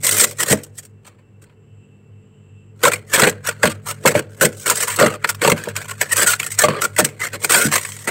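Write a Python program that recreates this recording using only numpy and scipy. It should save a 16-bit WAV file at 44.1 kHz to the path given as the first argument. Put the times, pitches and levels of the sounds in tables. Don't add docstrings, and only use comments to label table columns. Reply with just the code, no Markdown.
import sys
import numpy as np
from scipy import signal
from scipy.fft import rfft, irfft, next_fast_len
from scipy.io import wavfile
from scipy.ndimage import uniform_filter1d, minimum_filter1d

SR = 44100
rng = np.random.default_rng(int(sys.argv[2]) if len(sys.argv) > 2 else 0)


def put_to_file(sound):
    columns = np.atleast_2d(sound).T
    safe = np.clip(columns, -1, 1)
    whole_steps = np.round(safe * 32767)
    wavfile.write(sys.argv[1], SR, whole_steps.astype(np.int16))


N = 357210
TIME = np.arange(N) / SR

# (start [s], length [s], relative level of ice crackle [dB], of blade rasp [dB],
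# of wall rumble [dB], swell from start to end [dB], mean pitch of the bent blade [Hz])
PUSHES = [(0.036, 0.18, -18, -26.5, -31, -1.5, 2040), (0.185, 0.06, -13.5, -21.5, -24.5, 0, 2050),
          (0.264, 0.061, -34, -44, -38, -3, 2070), (0.387, 0.048, -20, -25.5, -32.5, 3.5, 1890),
          (0.461, 0.064, -19.5, -24, -26, 17.5, 1900), (0.636, 0.0043, -33.5, -60, -56, -2, 1430),
          (0.781, 0.0062, -28.5, -42.5, -49, -2, 1870), (0.833, 0.026, -44.5, -55.5, -54.5, -4, 1670),
          (1.053, 0.025, -46.5, -43, -53, 4, 1320), (1.1, 0.05, -74, -62, -62, -4, 1110),
          (1.186, 0.014, -72, -58.5, -58, -2, 1020), (1.422, 0.014, -53, -55.5, -57, -1, 1510),
          (1.46, 0.071, -78, -63.5, -63.5, -2, 950), (2.832, 0.052, -21, -18, -20, 4, 1320),
          (2.914, 0.024, -24.5, -24.5, -28, 7, 2100), (3.136, 0.032, -14.5, -14, -23.5, -16.5, 1770),
          (3.178, 0.11, -21.5, -16.5, -17, -1.5, 1630), (3.442, 0.047, -30, -26.5, -40.5, 15, 1530),
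          (3.63, 0.047, -22.5, -18.5, -19, -5, 1460), (3.698, 0.019, -30.5, -29.5, -40, 1, 1270),
          (3.861, 0.05, -27, -28.5, -39.5, 8.5, 1380), (4.057, 0.068, -24, -25, -18, -16.5, 1660),
          (4.145, 0.049, -28, -23.5, -20.5, -0.5, 1490), (4.297, 0.056, -56, -56, -55, 3, 1580),
          (4.413, 0.045, -15, -15.5, -15, -0.5, 1530), (4.524, 0.11, -41.5, -55, -65, 14.5, 1500),
          (4.661, 0.062, -19.5, -18.5, -24.5, -1.5, 1460), (4.738, 0.1, -20.5, -28.5, -34, 15.5, 1720),
          (4.876, 0.13, -28.5, -31, -44, -11, 1004), (4.989, 0.08, -25, -16, -16.5, -7.5, 1280),
          (5.069, 0.084, -39.5, -31.5, -31.5, -2.5, 1210), (5.244, 0.004, -28, -18.5, -24, -5, 1880),
          (5.292, 0.012, -16, -20, -35, -9.5, 1370), (5.42, 0.1, -22, -18.5, -17.5, -1.5, 1110),
          (5.563, 0.15, -42, -35, -41, -5, 1640), (5.756, 0.11, -38.5, -35.5, -44.5, -13, 1580),
          (5.884, 0.031, -32, -32.5, -44, 10, 1460), (6.014, 0.0055, -14.5, -14, -25, 0, 1770),
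          (6.121, 0.0099, -13, -15, -28.5, -5.5, 1780), (6.16, 0.075, -15.5, -18.5, -26, 6.5, 1570),
          (6.266, 0.075, -15.5, -22.5, -36, -8.5, 1420), (6.394, 0.086, -30.5, -31.5, -42, -4.5, 1750),
          (6.506, 0.047, -32, -40, -57, -4, 2110), (6.586, 0.059, -18, -16.5, -27.5, 5, 1690),
          (6.646, 0.15, -44.5, -29, -28.5, -1.5, 1200), (6.814, 0.035, -21.5, -24, -27.5, 2.5, 1320),
          (6.982, 0.015, -12, -12, -17, 4, 1560), (7.046, 0.004, -15.5, -20, -24, 0, 2240),
          (7.204, 0.072, -28.5, -24.5, -38.5, -3.5, 2000), (7.334, 0.018, -29, -25.5, -27.5, -2, 1600),
          (7.404, 0.043, -30, -36, -35.5, 21.5, 2200), (7.498, 0.17, -16.5, -18.5, -25, -7.5, 1520),
          (7.717, 0.048, -16, -17, -26.5, 2.5, 1910), (7.78, 0.277, -36, -42.5, -52.5, -11.5, 1940),
          (8.076, 0.016, -24.5, -19.5, -23, -1.5, 2080)]
# (time [s], relative peak level in the blade [dB],
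# crackle relative to the blade before a common trim [dB], pitch of the blade [Hz])
LUMPS = [(0.066, -11.5, 10, 1920.0), (0.11, -19, 13.5, 1500.0), (0.197, 2, 5, 2200),
         (0.205, -11, 19, 1960.0), (0.31, -27.5, 5, 2070), (0.389, -31, -8, 1980), (0.525, 1.5, 0.5, 1880),
         (0.783, -35, 7, 1920), (1.065, -42, 7, 1265), (2.835, 5.5, -5.5, 1540), (2.851, 2.5, -6.5, 1090.0),
         (2.917, -9, -6, 1770.0), (2.934, -7.5, -3.5, 2280.0), (3.136, -14, -18, 1800.0),
         (3.195, 3, -5, 1370), (3.218, 1, -7, 1890), (3.234, 4, -12, 1870), (3.271, -3, -8.5, 2420),
         (3.295, -19, 7, 1980), (3.471, -16, 5.5, 1380), (3.487, -6.5, -7, 1410.0), (3.631, 5.5, -9, 1660),
         (3.654, -2, -11, 1080.0), (4.057, 7.5, -7.5, 940.0), (4.073, 9, -7, 2110),
         (4.152, -8.5, -18, 2140.0), (4.41, -1, -9, 1480), (4.451, -7.5, 3, 2010.0),
         (4.676, -10.5, 2, 1450), (4.698, 2.5, -0.5, 1330), (4.755, -26, 13.5, 1630), (4.804, -11, -5, 960),
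         (4.824, -8.5, -12, 2030), (4.833, -9.5, -5, 2050.0), (4.96, -26, 12.5, 1680),
         (4.998, -1.5, -4.5, 1900.0), (5.01, -3.0, -8.5, 1200), (5.061, -3.5, -7.5, 950),
         (5.244, 0.5, -21.5, 1680), (5.29, -8, -2, 1380), (5.346, -23.5, -1.5, 1400.0),
         (5.416, -7.5, -10, 930), (5.446, 1, -10, 930), (5.475, 0.5, -4.5, 890), (5.498, -4.5, -4.5, 2120),
         (5.517, 2, -11, 1890), (5.637, -18, -3, 1780), (5.685, -17.0, -5, 1470), (5.763, -12, 0, 2560),
         (5.911, -16.5, -7, 1100), (6.167, -13, 7.5, 1280), (6.213, -5.5, -5, 1280), (6.334, -4, -8, 1450),
         (6.398, -6.5, -8, 2280), (6.429, -10.5, -7, 2600), (6.463, -17.5, 3, 1460), (6.588, -1, 5, 1340),
         (6.637, 6, -7, 1140.0), (6.684, -2.5, -15.0, 1110), (6.817, -4.5, -4.0, 1370),
         (6.963, -10.5, -5, 1930), (6.986, -1.5, -1.5, 2100), (7.047, -11.5, 6, 2230.0),
         (7.214, -11, -15, 2030), (7.341, -17, -10, 2200), (7.445, -3, -2, 2140), (7.495, -8.5, -7, 1510.0),
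         (7.519, -10.5, 7, 2230), (7.542, 7, 0, 1400.0), (7.723, -5.5, -6.5, 2660.0),
         (7.755, -6.5, -1.5, 1750), (7.849, -11.5, -6.5, 2560.0), (7.919, -21, -2.5, 2130)]
FIRM_DB = -21


def from_db(db):
    return 10 ** (np.asarray(db) / 20)


def rms_one(x):
    return x / np.sqrt(np.mean(x ** 2) + 1e-20)


def peak_one(x):
    return x / (np.abs(x).max() + 1e-20)


def add(out, s, x):
    i = max(0, round(s * SR))
    out[i:i + len(x)] += x[:max(0, len(out) - i)]


def drift(rate, size):
    knots = rng.standard_normal(4096)
    return np.interp(TIME[:size] * rate, np.arange(len(knots)), knots)


def colour(x, spectrum):
    size = 2 * next_fast_len(len(x))
    hz, db = np.transpose(spectrum)
    grid = np.maximum(np.arange(size // 2 + 1) * SR / size, 1)
    octaves_outside = np.abs(np.log2(grid / np.clip(grid, hz[0], hz[-1])))
    gain_db = np.interp(np.log(grid), np.log(hz), db) - 40 * octaves_outside
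    cepstrum = irfft(np.log(from_db(np.maximum(gain_db, -100))))
    cepstrum[1:size // 2] *= 2
    cepstrum[size // 2 + 1:] = 0
    response = np.exp(rfft(cepstrum))
    return irfft(rfft(x, size) * response)[:len(x)]


def level_to(x, db, even_s):
    width = max(8, int(even_s * SR))
    power = uniform_filter1d(uniform_filter1d(x ** 2, width), width)
    return (x / np.sqrt(np.abs(power) + 1e-12))[:len(db)] * from_db(db)


def scraping():
    ice_column, blade_column, wall_column = np.transpose(PUSHES)[2:5]
    ice_db = stroke_level(ice_column, release_s=.051, brush_db=-16, trail_s=.193)
    blade_db = stroke_level(blade_column, release_s=0.065, brush_db=-17, trail_s=0.28)
    wall_db = stroke_level(wall_column, release_s=0.094, brush_db=-15, trail_s=0.45)
    wall_lag_s = .003
    wall_db = np.interp(TIME - wall_lag_s, TIME, wall_db)
    edge_db = np.maximum(ice_db, blade_db)
    bend_hz = blade_pitch()

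    bite = from_db(.45 * np.clip(edge_db - FIRM_DB, -20, 6))
    slip = from_db(4.0 * drift(rate=150, size=N))
    clicks = slip * fractures(N, per_s=4200 * bite, spread_db=4.0)

    bass_db = 0.4 * np.clip(wall_db - blade_db + 0.5, -18, 6)
    crackle = level_to(sparkle(ice(clicks)[:N], ice_db), ice_db + 0.22, even_s=0.025)
    rasp = level_to(blade(clicks, bend_hz), blade_db + 0.19, even_s=0.015)
    rumble = level_to(wall(clicks, bass_db), wall_db + 0.4, even_s=0.0275)

    contact = from_db(skipping(edge_db))
    steady = (crackle + rasp) * contact + rumble + chips(ice_db, blade_db, bend_hz)
    return steady * from_db(free_of_snaps())


def stroke_level(column, release_s, brush_db, trail_s):
    bite_s, touch_s = .02, .112
    t = TIME[::20]
    power = np.full(len(t), 1e-12)
    for (start, length, *_, swell_db, hz), db in zip(PUSHES, column):
        before = np.maximum(start - t, 0)
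        after = np.maximum(t - start - length, 0)
        progress = np.clip((t - start) / (length + 1e-6), 0, 1)
        held_db = db + swell_db * (progress - .5)
        bite = from_db(held_db - 60 * (before / bite_s + after / release_s))
        brush = from_db(held_db + brush_db - 60 * (before / touch_s + after / trail_s))
        power += bite ** 2 + brush ** 2
    return np.interp(TIME, t, 10 * np.log10(power))


def blade_pitch(wander=0.024):
    held = []
    for start, length, *_, hz in PUSHES:
        held += [(start, hz), (start + length, hz)]
    return np.interp(TIME, *np.transpose(held)) * (1 + wander * drift(rate=34, size=N))


def fractures(size, per_s, spread_db):
    strength = from_db(spread_db * np.minimum(rng.exponential(1, size), 4.5))
    sign = rng.choice([-1, 1], size)
    return strength * sign * (rng.random(size) < per_s / SR)


def body(clicks, spectrum, mode_hz, mode_db, mode_q, ring_t60, direct, hop_s=.025, size=3000):
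    hop = int(hop_s * SR)
    out = np.zeros(hop + len(clicks) + size)
    padded = np.pad(clicks, (hop, 2 * hop))
    for i in range(0, len(clicks) + hop, hop):
        piece = padded[i:i + 2 * hop] * np.hanning(2 * hop)
        ring = rng.standard_normal(size) * from_db(-60 * TIME[:size] / ring_t60)
        ring[0] += direct * np.linalg.norm(ring)
        b, a = signal.iirpeak(mode_hz[min(i, len(clicks) - 1)], mode_q, fs=SR)
        ring = rms_one(ring + from_db(mode_db) * signal.lfilter(b, a, ring))
        add(out, i / SR, signal.fftconvolve(piece, ring))
    return colour(out[hop:], spectrum)


def ice(clicks):
    # (frequency [Hz], gain [dB])
    ice_spectrum = [(1760, -31.5), (3000, -14.5), (3810, -14.5), (4380, -14.5), (4970, -13), (5600, -10.5),
                    (6040, -11), (8170, -2), (10000, -15), (13200, -14.5), (14900, -16.5), (15700, -15.5),
                    (16000, -29.5)]
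    edge_hz = 8200 * (1 + 0.022 * drift(rate=6.0, size=len(clicks)))
    return body(clicks, ice_spectrum, edge_hz, mode_db=-10.5, mode_q=18, ring_t60=0.037, direct=0.51)


def blade(clicks, bend_hz):
    # (frequency [Hz], gain [dB])
    blade_spectrum = [(440, -25.5), (750, -9), (838, -15), (923, -3.5), (1280, -3.5), (1410, -2),
                      (1680, -4), (1860, -4), (2190, -3), (2910, -9), (3420, -13), (3710, -18),
                      (4400, -11.5), (5720, -31.5), (9680, -120)]
    return body(clicks, blade_spectrum, bend_hz, mode_db=7, mode_q=11, ring_t60=0.031, direct=0.52)


def wall(clicks, bass_db, t60=0.16, split_hz=340, size=9000):
    # (frequency [Hz], gain [dB])
    wall_spectrum = [(76, -28), (130, -8), (151, -6.5), (182, -11.5), (217, -2), (253, -11), (297, -7.5),
                     (329, -10), (384, -8), (461, 1.5), (526, -4), (578, 2.5), (651, -13), (850, -12),
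                     (1100, -63), (1870, -120)]
    ring = rng.standard_normal(size) * from_db(-60 * TIME[:size] / t60)
    drum = colour(signal.fftconvolve(clicks, ring), wall_spectrum)[:N]
    low = signal.sosfilt(signal.butter(4, split_hz, "low", fs=SR, output="sos"), drum)
    high = signal.sosfilt(signal.butter(4, split_hz, "high", fs=SR, output="sos"), drum)
    return high + low * from_db(bass_db)


def sparkle(crackle, ice_db, split_hz=8800, per_db=.16, firm_gain_db=1.5):
    top = signal.sosfiltfilt(signal.butter(2, split_hz, "high", fs=SR, output="sos"), crackle)
    lift_db = firm_gain_db + per_db * np.clip(ice_db - FIRM_DB, -20, 8)
    return crackle + top * (from_db(lift_db) - 1)


def skipping(stroke_db, brushing_db=-52):
    skip_db, skips_per_s = 1.5, 62
    lightness = np.clip(np.minimum(FIRM_DB - stroke_db, stroke_db - brushing_db) / 10, 0, 1)
    return skip_db * lightness * drift(rate=skips_per_s, size=N)


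def chips(ice_db, blade_db, bend_hz, count=170):
    follows = .93
    chip_db, spread_db = 8.5, 3
    out = np.zeros(N)
    for place, deviation in zip(rng.random(count), rng.standard_normal(count)):
        i = int(place * N)
        push_db = np.array([blade_db[i], ice_db[i]])
        peaks_db = FIRM_DB + follows * (push_db - FIRM_DB) + chip_db + spread_db * deviation
        clack_db, crack_db = peaks_db
        add(out, i / SR, lump(clack_db, crack_db, bend_hz[i]))
    return out


def free_of_snaps(width_s=0.018, depth_db=-5):
    nearness = np.zeros(N)
    for s, *_ in LUMPS:
        add(nearness, s - width_s, np.hanning(int(2 * width_s * SR)))
    return depth_db * np.minimum(nearness, 1)


def snaps(clack_db=-1.93, crack_db=2.0):
    out = np.zeros(N)
    for s, db, crackle_db, bend_hz in LUMPS:
        add(out, s, lump(db + clack_db, db + crackle_db + crack_db, bend_hz))
    return out


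def lump(blade_db, ice_db, bend_hz, swell_s=.0008, crumble_t60=.014, size=2000):
    t = TIME[:size]
    envelope = (1 - np.exp(-t / swell_s)) * from_db(-60 * t / crumble_t60)
    burst = fractures(size, per_s=7000, spread_db=2.5) * envelope
    clack = from_db(blade_db) * peak_one(blade(burst, np.full(size, bend_hz)))
    crack = from_db(ice_db) * peak_one(ice(burst))
    return clack + crack


def squeaks(jitter=0.015, rough_db=2.0):
    # (start [s], length [s], pitch [Hz], relative level [dB])
    squeak_tones = [(0.386, 0.043, 1890, -21), (4.874, 0.032, 1013, -24), (6.107, 0.034, 1903, -19.5),
                    (6.256, 0.064, 1430, -15.5), (6.831, 0.033, 1406, -17.5), (7.213, 0.019, 2045, -18),
                    (7.545, 0.024, 1416, -18.5), (7.609, 0.031, 1425, -16)]
    out = np.zeros(N)
    for s, length, hz, db in squeak_tones:
        size = int(length * SR)
        phase = 2 * np.pi * np.cumsum(hz * (1 + jitter * drift(rate=300, size=size))) / SR
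        swell = signal.windows.tukey(size) * from_db(db - 2.5 + rough_db * drift(rate=200, size=size))
        add(out, s, np.sqrt(2) * np.sin(phase) * swell)
    return out


def jolts():
    # (time [s], relative peak level of the knock [dB],
    # boom relative to the knock before a common trim [dB])
    ridge_hits = [(0.508, -14, 1), (0.525, 0.5, -22), (2.836, 2.5, -26), (2.871, -3, -28),
                  (3.222, -2, -13.5), (3.271, 0, -22), (3.487, -12, -25), (3.634, 4, -21.5),
                  (3.654, -9, -7.5), (4.052, 2, -20), (4.151, 0, -16.5), (4.437, -7, -11),
                  (5.011, 3.5, -20.5), (5.03, 1.5, -21), (5.058, -2.5, -12), (5.446, 0, -20),
                  (5.477, -1, -18.5), (5.518, -4.5, -11.5), (5.673, -11.5, -21), (6.636, 8.5, -28),
                  (6.684, -1.5, -18.5), (6.986, -3.5, -19), (7.014, -9.5, -10), (7.647, -23.5, 10)]
    # (nominal frequency [Hz], relative level [dB], T60 [s])
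    knock_modes = [(356, -11, .07), (434, -3, 0.051), (461.4, -3, 0.083), (490.3, 3.5, 0.059),
                   (520, -9, 0.037), (589.2, 1.5, 0.087), (648, -4.5, 0.036), (794, -5.5, 0.034),
                   (899, -7, 0.044), (1053, -10, 0.038)]
    boom_modes = [(57.9, -22, 0.11), (91, -9.5, 0.14), (125.6, -4, 0.14), (144.6, -2.5, 0.22),
                  (165.4, 1.5, 0.099), (201, 2, 0.11), (226, -1, 0.17), (276.3, -8.5, 0.18),
                  (316, -10.5, 0.23)]
    out = np.zeros(N)
    for s, db, boom_db in ridge_hits:
        knock = wall_ring(knock_modes, rise_s=0.0012, scatter_db=3.5)
        boom = wall_ring(boom_modes, rise_s=0.0054, scatter_db=2.0)
        add(out, s, from_db(db - 3.0) * (knock + from_db(boom_db + 7.5) * boom))
    return out


def wall_ring(modes, rise_s, scatter_db, detune=0.036, size=16000):
    hz, db, t60 = np.transpose(modes)[:, :, None]
    t = TIME[:size]
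    weight, shift, phase = rng.standard_normal((3, len(hz), 1))
    swell = 1 - np.exp(-(t / rise_s * hz / hz.mean()) ** 2)
    waves = np.sin(2 * np.pi * (hz * (1 + detune * shift) * t + phase))
    decay = from_db(db + scatter_db * weight - 60 * t / t60)
    return peak_one(np.sum(waves * swell * decay, axis=0))


def cabinet(x, t60=0.31, wet_db=-22, dull_hz=2500, size=14000):
    tail = rng.standard_normal(size) * from_db(-60 * TIME[:size] / t60)
    tail /= np.linalg.norm(tail)
    tail = signal.sosfilt(signal.butter(1, dull_hz, fs=SR, output="sos"), tail)
    return x + from_db(wet_db) * signal.fftconvolve(x, tail)[:N]


def compressor():
    air = from_db(-78.0) * rms_one(signal.lfilter([1], [1, -.6], rng.standard_normal(N)))
    return motor_hum() + cooling_rush() + cooling_hiss() + air


def motor_hum():
    # (frequency [Hz], mean level relative to the level curve [dB])
    hum_lines = [(48.6, -19.5), (97.5, -3.5), (100, 1.5), (105, 1.5), (146.2, -1.5), (199.5, -8),
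                 (243, -12), (436, -13.5)]
    # (time [s], level [dB])
    hum_level = [(0, -44.5), (.7, -49), (1.25, -59.5), (1.7, -52.5), (2.4, -52), (3.0, -47.5), (3.9, -42.5),
                 (4.6, -48), (5.4, -44), (6.2, -44.5), (7.1, -47.5), (8.1, -46.5)]
    hum = np.zeros(N)
    for hz, db in hum_lines:
        phase = 2 * np.pi * (hz * TIME + rng.random()) + .25 * drift(rate=14, size=N)
        hum += np.sqrt(2) * np.sin(phase) * from_db(db + 2 * drift(rate=21, size=N))
    return hum * from_db(np.interp(TIME, *np.transpose(hum_level)))


def cooling_rush():
    # (frequency [Hz], relative gain [dB])
    rush_spectrum = [(18, -55), (30, -21), (69, -21), (83, -13.5), (103, -3.5), (157, -14.5), (171, -27.5),
                     (188, -7.5), (247, -21), (270, -22), (433, -16), (622, -31), (2300, -39),
                     (2990, -73.5), (5060, -120)]
    return from_db(-52) * rms_one(colour(rng.standard_normal(N), rush_spectrum))


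def cooling_hiss():
    # (frequency [Hz], width of one filter pass [Hz], level relative to the curve [dB])
    hiss_bands = [(2680, 26, 1), (2776, 520, -0.5), (3014, 14, -8), (7360, 30, -10.5), (7620, 30, -9),
                  (7720, 650, -4)]
    # (time [s], level [dB])
    hiss_swell = [(.9, -76), (1.55, -76.5), (1.85, -68), (2.08, -75.5), (2.25, -70.5), (2.62, -68),
                  (2.8, -78)]
    level_db = np.interp(TIME, *np.transpose(hiss_swell))
    hiss = np.zeros(N)
    for hz, width, db in hiss_bands:
        b, a = signal.iirpeak(hz, hz / width, fs=SR)
        once = signal.lfilter(b, a, rng.standard_normal(N))
        hiss += from_db(level_db + db) * rms_one(signal.lfilter(b, a, once))
    return hiss


def scene():
    scraper = scraping() + snaps() + squeaks() + jolts()
    return (cabinet(scraper) + compressor())[None]


def record(dry, size=56):
    allowed = .95 / np.maximum(np.abs(dry), .95)
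    gain = uniform_filter1d(minimum_filter1d(allowed, size), size)
    top_cut = signal.ellip(12, .2, 85, 15800, fs=SR, output="sos")
    return signal.sosfilt(top_cut, dry * gain)


dry = scene()
out = record(dry)
put_to_file(out)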